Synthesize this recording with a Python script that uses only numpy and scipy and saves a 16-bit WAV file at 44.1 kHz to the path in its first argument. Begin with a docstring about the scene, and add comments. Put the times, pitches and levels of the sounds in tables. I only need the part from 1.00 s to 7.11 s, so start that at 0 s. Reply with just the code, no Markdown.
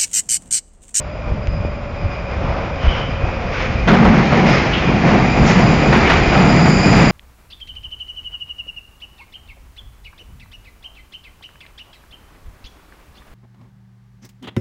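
"""A metro train brakes out of a tunnel into an underground station, close past the platform edge.
Rails roar and wheels ring ever louder, the motors whine down, and the wheels bang over a rail joint
and set the tunnel booming. A thin friction squeal swells as the brakes go by; flanges rub the rail
and a collector shoe scrapes. Air pushed ahead of the train buffets a small microphone."""
import sys
import numpy as np
from scipy import signal
from scipy.fft import rfft, irfft
from scipy.io import wavfile
from scipy.ndimage import uniform_filter1d

SR = 44100
rng = np.random.default_rng(int(sys.argv[2]) if len(sys.argv) > 2 else 0)


def wav_record(signal):
    """Record a signal, one row per channel, as 16-bit PCM in the file named by sys.argv[1]."""
    frames = np.transpose(np.atleast_2d(signal))
    bounded = np.clip(frames, -1, 1)
    # unit amplitude maps onto the largest positive 16-bit level
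    quanta = np.round(bounded * 32767).astype(np.int16)
    wavfile.write(sys.argv[1], SR, quanta)


N = 269451
TIME_S = np.arange(N) / SR
FFT_SIZE = 2 * (N // 2 + 1)
FREQS_HZ = np.maximum(np.fft.rfftfreq(FFT_SIZE, 1 / SR), 1)

START_M_PER_S, BRAKING_M_PER_S2 = 17, 0.82
JOINT_S, ARRIVAL_S = 2.876, 5.3   # train front at the rail joint, at the microphone

# rolling spectrum from down the tunnel (frequency [Hz], relative level [dB])
FAR_SPECTRUM = [(200, -4.5), (380, -12.5), (480, -8.5), (720, -8.5), (850, -12), (1050, -13), (1350, -16),
                (1750, -20.5), (2150, -17), (2500, -19), (3100, -26.5), (3500, -29.5), (4200, -36.5),
                (5200, -35), (7200, -49.5)]
# rolling spectrum close by (frequency [Hz], relative level [dB])
NEAR_SPECTRUM = [(200, 0.5), (330, -6.5), (450, -10.5), (590, -11.5), (730, -9.5), (980, -15.5),
                 (1600, -19.5), (2100, -14.5), (2450, -17.5), (3000, -23.5), (3600, -29), (5100, -32.5),
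                 (5800, -35.5), (7200, -40)]
# rough stretches of rail (start [s], hold [s], roar lift [dB], treble lift [dB])
ROUGH_STRETCHES = [(0.256, 0.099, 4.5, 0.5), (.55, 0.32, 0, -1.5), (1.02, 0.079, 1, 1),
                   (1.298, 0.051, 4.5, 4), (1.398, 0.26, 5.5, 2.5), (1.805, 0.18, 4, 7),
                   (2.21, 0.045, 4.5, 1.5), (2.515, 0.14, 2, 8.5), (2.95, 0.51, 1.5, 4),
                   (3.456, 0.13, 4.5, 7), (4.043, 0.043, 6.5, 5), (4.44, 0.078, 0.5, 6),
                   (4.998, 0.082, 2, 3), (5.903, 0.36, 1, 2)]
# bogies jolting over the joint (start [s], hold [s], boom level [dB], shake rate [Hz])
BOGIE_JOLTS = [(2.867, 0.32, -10.5, 200), (3.306, 0.2, -13, 168), (3.866, 0.041, -11.5, 193),
               (4.029, 0.19, -13.5, 213), (4.364, 0.34, -12.5, 166), (4.814, 0.16, -14.5, 163),
               (5.352, 0.4, -12, 179), (5.85, 0.2, -12, 165)]
# tunnel air modes (frequency [Hz], width [Hz], relative level [dB])
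TUNNEL_RESONANCES = [(141.8, 32, -1.5), (178.8, 33, -2), (219.3, 20, -0.5)]
# squealing wheel modes (frequency [Hz], width [Hz], relative level [dB])
WHEEL_RESONANCES = [(2452, 72, 2.5), (2344, 68, -3), (4880, 420, -12.5)]
# squealing brake disc modes (frequency [Hz], width [Hz], relative level [dB])
DISC_RESONANCES = [(4740, 140, -10), (4960, 220, -10), (7030, 90, -20.5), (7140, 420, -9),
                   (8600, 200, -3.5)]
# brakes going by (centre [s], half length [s], level [dB])
PASSING_BRAKES = [(4.68, 0.66, -34), (5.858, 0.65, -25)]
# air turbulence spectrum (frequency [Hz], relative level [dB])
DRAUGHT_SPECTRUM = [(15, -6.5), (50, 1), (85, -0.5), (140, -8.5), (280, -15.5)]
# gusts in the draught (centre [s], half length [s], level [dB])
DRAUGHT_GUSTS = [(0.317, 0.12, -22), (0.593, 0.18, -20), (1.059, 0.045, -17), (1.46, 0.18, -19.5),
                 (1.876, 0.082, -15.5), (2.198, 0.35, -26), (2.803, .2, -18.5), (3.076, .06, -13),
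                 (4.422, 0.058, -12), (4.68, 0.14, -22), (5.22, 0.29, -19.5), (5.957, .1, -18)]
# single eddies (centre [s], peak [dB], frequency [Hz])
EDDIES = [(0.322, -9.5, 60), (0.487, -9.5, 52), (.650, -11.5, 420), (1.882, -4.5, 44.6), (2.093, -14, 130),
          (2.241, -9, 59.6), (4.421, -3, 54)]
# flanges touching the rail (start [s], rise [s], level [dB], frequency [Hz], width [Hz])
FLANGE_CONTACTS = [(.45, 0.09, -49, 4960, 70), (1.77, 0.16, -28, 3020, 200), (2.13, .1, -34, 2480, 80),
                   (3.45, .06, -33, 5060, 450), (3.725, 0.013, -22, 2850, 760), (4.17, .09, -29, 2440, 110),
                   (5.0, 0.072, -22, 2220, 800)]
# sharp click (time [s], peak [dB], frequency [Hz])
CLICKS = [(.472, -14.5, 2350)]
# wheels striking the joint (time [s], level [dB], upper corner [Hz])
JOINT_BLOWS = [(2.873, -10, 1300), (2.929, -13.5, 750), (3.04, -14, 650), (3.316, -15.5, 900),
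               (4.924, -10.5, 1050), (5.092, -10.5, 1700), (5.324, -13, 840)]


def from_db(db):
    """Decibels to gain."""
    return 10 ** (np.asarray(db) / 20)


def colour(points):
    """Gain per frequency, interpolated from (frequency [Hz], level [dB])."""
    hz, db = np.transpose(points)
    return from_db(np.interp(np.log(FREQS_HZ), np.log(hz), db))


def band(low_hz, high_hz, order=5):
    """Band-pass gain per frequency."""
    return ((1 + (low_hz / FREQS_HZ) ** (2 * order)) * (1 + (FREQS_HZ / high_hz) ** (2 * order))) ** -0.5


def noise(gains):
    """Unit-power noise with the given spectrum."""
    x = irfft(gains * rfft(rng.standard_normal(FFT_SIZE)))[:N]
    return x / np.sqrt(np.mean(x ** 2) + 1e-20)


def flutter(rate_hz, depth_db):
    """Gain wandering at random about one."""
    return from_db(depth_db * noise(band(rate_hz / 10, rate_hz, order=2)))


def resonant(modes):
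    """Modes driven by random forces; unit power."""
    return noise(sum(from_db(db) / np.sqrt(width_hz) / (1 + 2 * ((FREQS_HZ - hz) / width_hz) ** 2)
                     for hz, width_hz, db in modes))


def sustained(x, span_s):
    """Level out slow swells, as under a steady drive."""
    power = uniform_filter1d(x ** 2, int(span_s * SR))
    return x / np.sqrt(np.maximum(power, 1e-9))


def swells(rows):
    """Sum of Gaussian envelopes."""
    return sum(from_db(db) * np.exp(-2 * ((TIME_S - centre_s) / half_s) ** 2)
               for centre_s, half_s, db in rows)


def decay(start_s, t60_s):
    """Unit gain until start_s, then exponential decay."""
    return from_db(-60 * np.maximum(TIME_S - start_s, 0) / t60_s)


def envelope(start_s, attack_s, t60_s, hold_s=0):
    """Attack, hold, decay."""
    age_s = np.maximum(TIME_S - start_s, 0)
    return (1 - np.exp(-age_s / attack_s)) * decay(start_s + hold_s, t60_s)


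def speed_m_per_s():
    """Train speed under even braking."""
    return START_M_PER_S - BRAKING_M_PER_S2 * TIME_S


def approach(far_db, near_db):
    """Gain with a constant dB loss per metre of tunnel still ahead of the train."""
    step_m = speed_m_per_s() * (TIME_S < ARRIVAL_S) / SR
    distance_m = np.cumsum(step_m[::-1])[::-1]
    return from_db(near_db + (far_db - near_db) * distance_m / distance_m[0])


def joint_step(loss_db=3.5):
    """Gain steps up to one as the first wheels cross onto the near rail."""
    return from_db(-loss_db * (TIME_S < JOINT_S))


def jolts():
    """Bogie shaking after each jolt: (gain over time, shake rate [Hz])."""
    return [(from_db(db) * envelope(start_s, attack_s=0.0064, t60_s=0.6, hold_s=hold_s), hz)
            for start_s, hold_s, db, hz in BOGIE_JOLTS]


def rolling_noise(low_hz, high_hz):
    """One band of steel noise; the tunnel colours it until the train is close."""
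    closeness = np.clip((TIME_S - 2.3) / 0.81, 0, 1)
    far = noise(colour(FAR_SPECTRUM) * band(low_hz, high_hz))
    near = noise(colour(NEAR_SPECTRUM) * band(low_hz, high_hz))
    return np.sqrt(1 - closeness) * far + np.sqrt(closeness) * near


def rolling(clatter_vs_boom_db=-6):
    """Rough steel on steel: rails radiate the lows, wheels the middle, the contact patch the hiss."""
    roar_lift_db, treble_lift_db = sum(
        np.outer(lifts_db, envelope(start_s, attack_s=0.015, t60_s=0.55, hold_s=hold_s))
        for start_s, hold_s, *lifts_db in ROUGH_STRETCHES)
    clatter_gain = from_db(clatter_vs_boom_db) * sum(gain for gain, _ in jolts())
    roar_gain = np.hypot(approach(far_db=-32.5, near_db=-18) * from_db(roar_lift_db), clatter_gain)
    ring_gain = approach(far_db=-38, near_db=-23) * from_db(treble_lift_db)
    hiss_gain = approach(far_db=-48, near_db=-32) * from_db(treble_lift_db)
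    roar = roar_gain * rolling_noise(261, 1606) * flutter(rate_hz=57, depth_db=1)
    ring = ring_gain * rolling_noise(1200, 3020) * flutter(rate_hz=20, depth_db=0.38)
    hiss = hiss_gain * rolling_noise(3250, 7500)
    rail_flaws = flutter(rate_hz=11, depth_db=0.74)
    return (roar + ring + hiss) * joint_step() * rail_flaws


def tunnel_boom(plain_rail_hz=144, reach_hz=65):
    """Bogies shake the tunnel air, favouring the modes near their shake rate."""
    rumble_gain = approach(far_db=-36.5, near_db=-19.5) * joint_step()
    drives = [(rumble_gain, plain_rail_hz)] + jolts()
    power = sum(gain ** 2 for gain, _ in drives)
    shake_hz = sum(gain ** 2 * hz for gain, hz in drives) / power
    air = np.zeros(N)
    for hz, width_hz, db in TUNNEL_RESONANCES:
        coupling = 1 / (1 + ((hz - shake_hz) / reach_hz) ** 2)
        air += from_db(db) * coupling * resonant([(hz, width_hz, 0)])
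    return np.sqrt(power) * sustained(air, span_s=0.12)


def motor_whine(start_hz=601, fade_db_per_s=10.5):
    """Pitch sinks with speed; echoes blur it to a narrow band. Fades past the joint."""
    phase = 2 * np.pi * np.cumsum(start_hz * speed_m_per_s() / START_M_PER_S) / SR
    sidebands = colour([(1, -2), (9, -2.5), (25, -21), (55, -11), (130, -43.5), (400, -100)])
    whine = noise(sidebands) * np.cos(phase) + noise(sidebands) * np.sin(phase)
    fade = from_db(-fade_db_per_s * np.maximum(TIME_S - JOINT_S, 0))
    return approach(far_db=-35, near_db=-30) * fade * sustained(whine, span_s=0.1)


def squeals(whistle_hz=4950, whistle_width_hz=34, whistle_floor_db=-57.5, whistle_vs_brake_db=-11.5):
    """Friction drives high wheel and brake disc modes; a thin whistle sits an octave over the wheels."""
    passing = swells(PASSING_BRAKES)
    wheels = approach(far_db=-47.5, near_db=-31) * resonant(WHEEL_RESONANCES)
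    whistle_gain = from_db(whistle_floor_db) + from_db(whistle_vs_brake_db) * passing
    whistle = whistle_gain * resonant([(whistle_hz, whistle_width_hz, 0)])
    brakes = (approach(far_db=-57.5, near_db=-53.5) + passing) * resonant(DISC_RESONANCES)
    return (wheels + whistle) * flutter(rate_hz=7.6, depth_db=2.5) + brakes


def draught():
    """Air pushed ahead of the train: low, gusty turbulence."""
    flow_gain = np.hypot(approach(far_db=-28.5, near_db=-21), swells(DRAUGHT_GUSTS))
    turbulence = noise(colour(DRAUGHT_SPECTRUM) * band(24, 230, order=3))
    return flow_gain * sustained(turbulence, span_s=0.11)


def buffets():
    """Each eddy pushes, then pulls the microphone diaphragm."""
    out = np.zeros(N)
    for centre_s, db, hz in EDDIES:
        phase = 2 * np.pi * hz * (TIME_S - centre_s)
        out -= from_db(db) * phase * np.exp((1 - phase ** 2) / 2)
    return out


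def flange_rubs(t60_s=0.85):
    """Flanges touch the rail: short, rough shrieks."""
    out = np.zeros(N)
    for start_s, rise_s, db, hz, width_hz in FLANGE_CONTACTS:
        rise = np.clip((TIME_S - start_s) / rise_s, 0, 1)
        out += from_db(db) * rise * decay(start_s + rise_s, t60_s) * resonant([(hz, width_hz, 0)])
    return out


def click(t60_s=0.0042):
    """A dry click close by, gone in a few cycles."""
    out = np.zeros(N)
    for start_s, db, hz in CLICKS:
        tone = np.cos(2 * np.pi * hz * (TIME_S - start_s))
        out += from_db(db) * (TIME_S >= start_s) * decay(start_s, t60_s) * tone
    return out


def joint_bangs():
    """Wheels strike the joint: bursts of ringing steel, drawn out by the tunnel."""
    out = np.zeros(N)
    for start_s, db, hz in JOINT_BLOWS:
        steel = noise(band(hz / 2, hz, order=1) * band(330, 2100, order=2))
        out += from_db(db) * envelope(start_s, attack_s=0.0041, t60_s=0.39) * steel
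    return out * flutter(rate_hz=130, depth_db=2)


def shoe_scrape(start_s=4.458, level_db=-26):
    """A collector shoe skids on the power rail: a short, bright hiss."""
    return from_db(level_db) * envelope(start_s, attack_s=0.008, t60_s=0.55) * noise(band(4900, 6500))


def scene():
    """Train and draught from the platform; mono."""
    train = rolling() + tunnel_boom() + motor_whine() + squeals()
    air = draught() + buffets()
    transients = flange_rubs() + click() + joint_bangs() + shoe_scrape()
    return (train + air + transients)[None]


def overload(x, ceiling, hardness):
    """Soft clipper."""
    return x / (1 + np.abs(x / ceiling) ** hardness) ** (1 / hardness)


def record(dry, gain_db=0.12, treble_limit_hz=7040, stopband_hz=15800):
    """Small voice microphone: overload, treble loss, a second clip, final low-pass."""
    treble_loss = signal.butter(18, treble_limit_hz, fs=SR, output="sos")
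    low_pass = signal.cheby2(12, 70, stopband_hz, fs=SR, output="sos")
    overloaded = overload(dry * from_db(gain_db), ceiling=0.79, hardness=8)
    dulled = signal.sosfilt(treble_loss, overloaded)
    clipped = overload(dulled, ceiling=0.73, hardness=40)
    return signal.sosfilt(low_pass, clipped)


dry = scene()
out = record(dry)
wav_record(out)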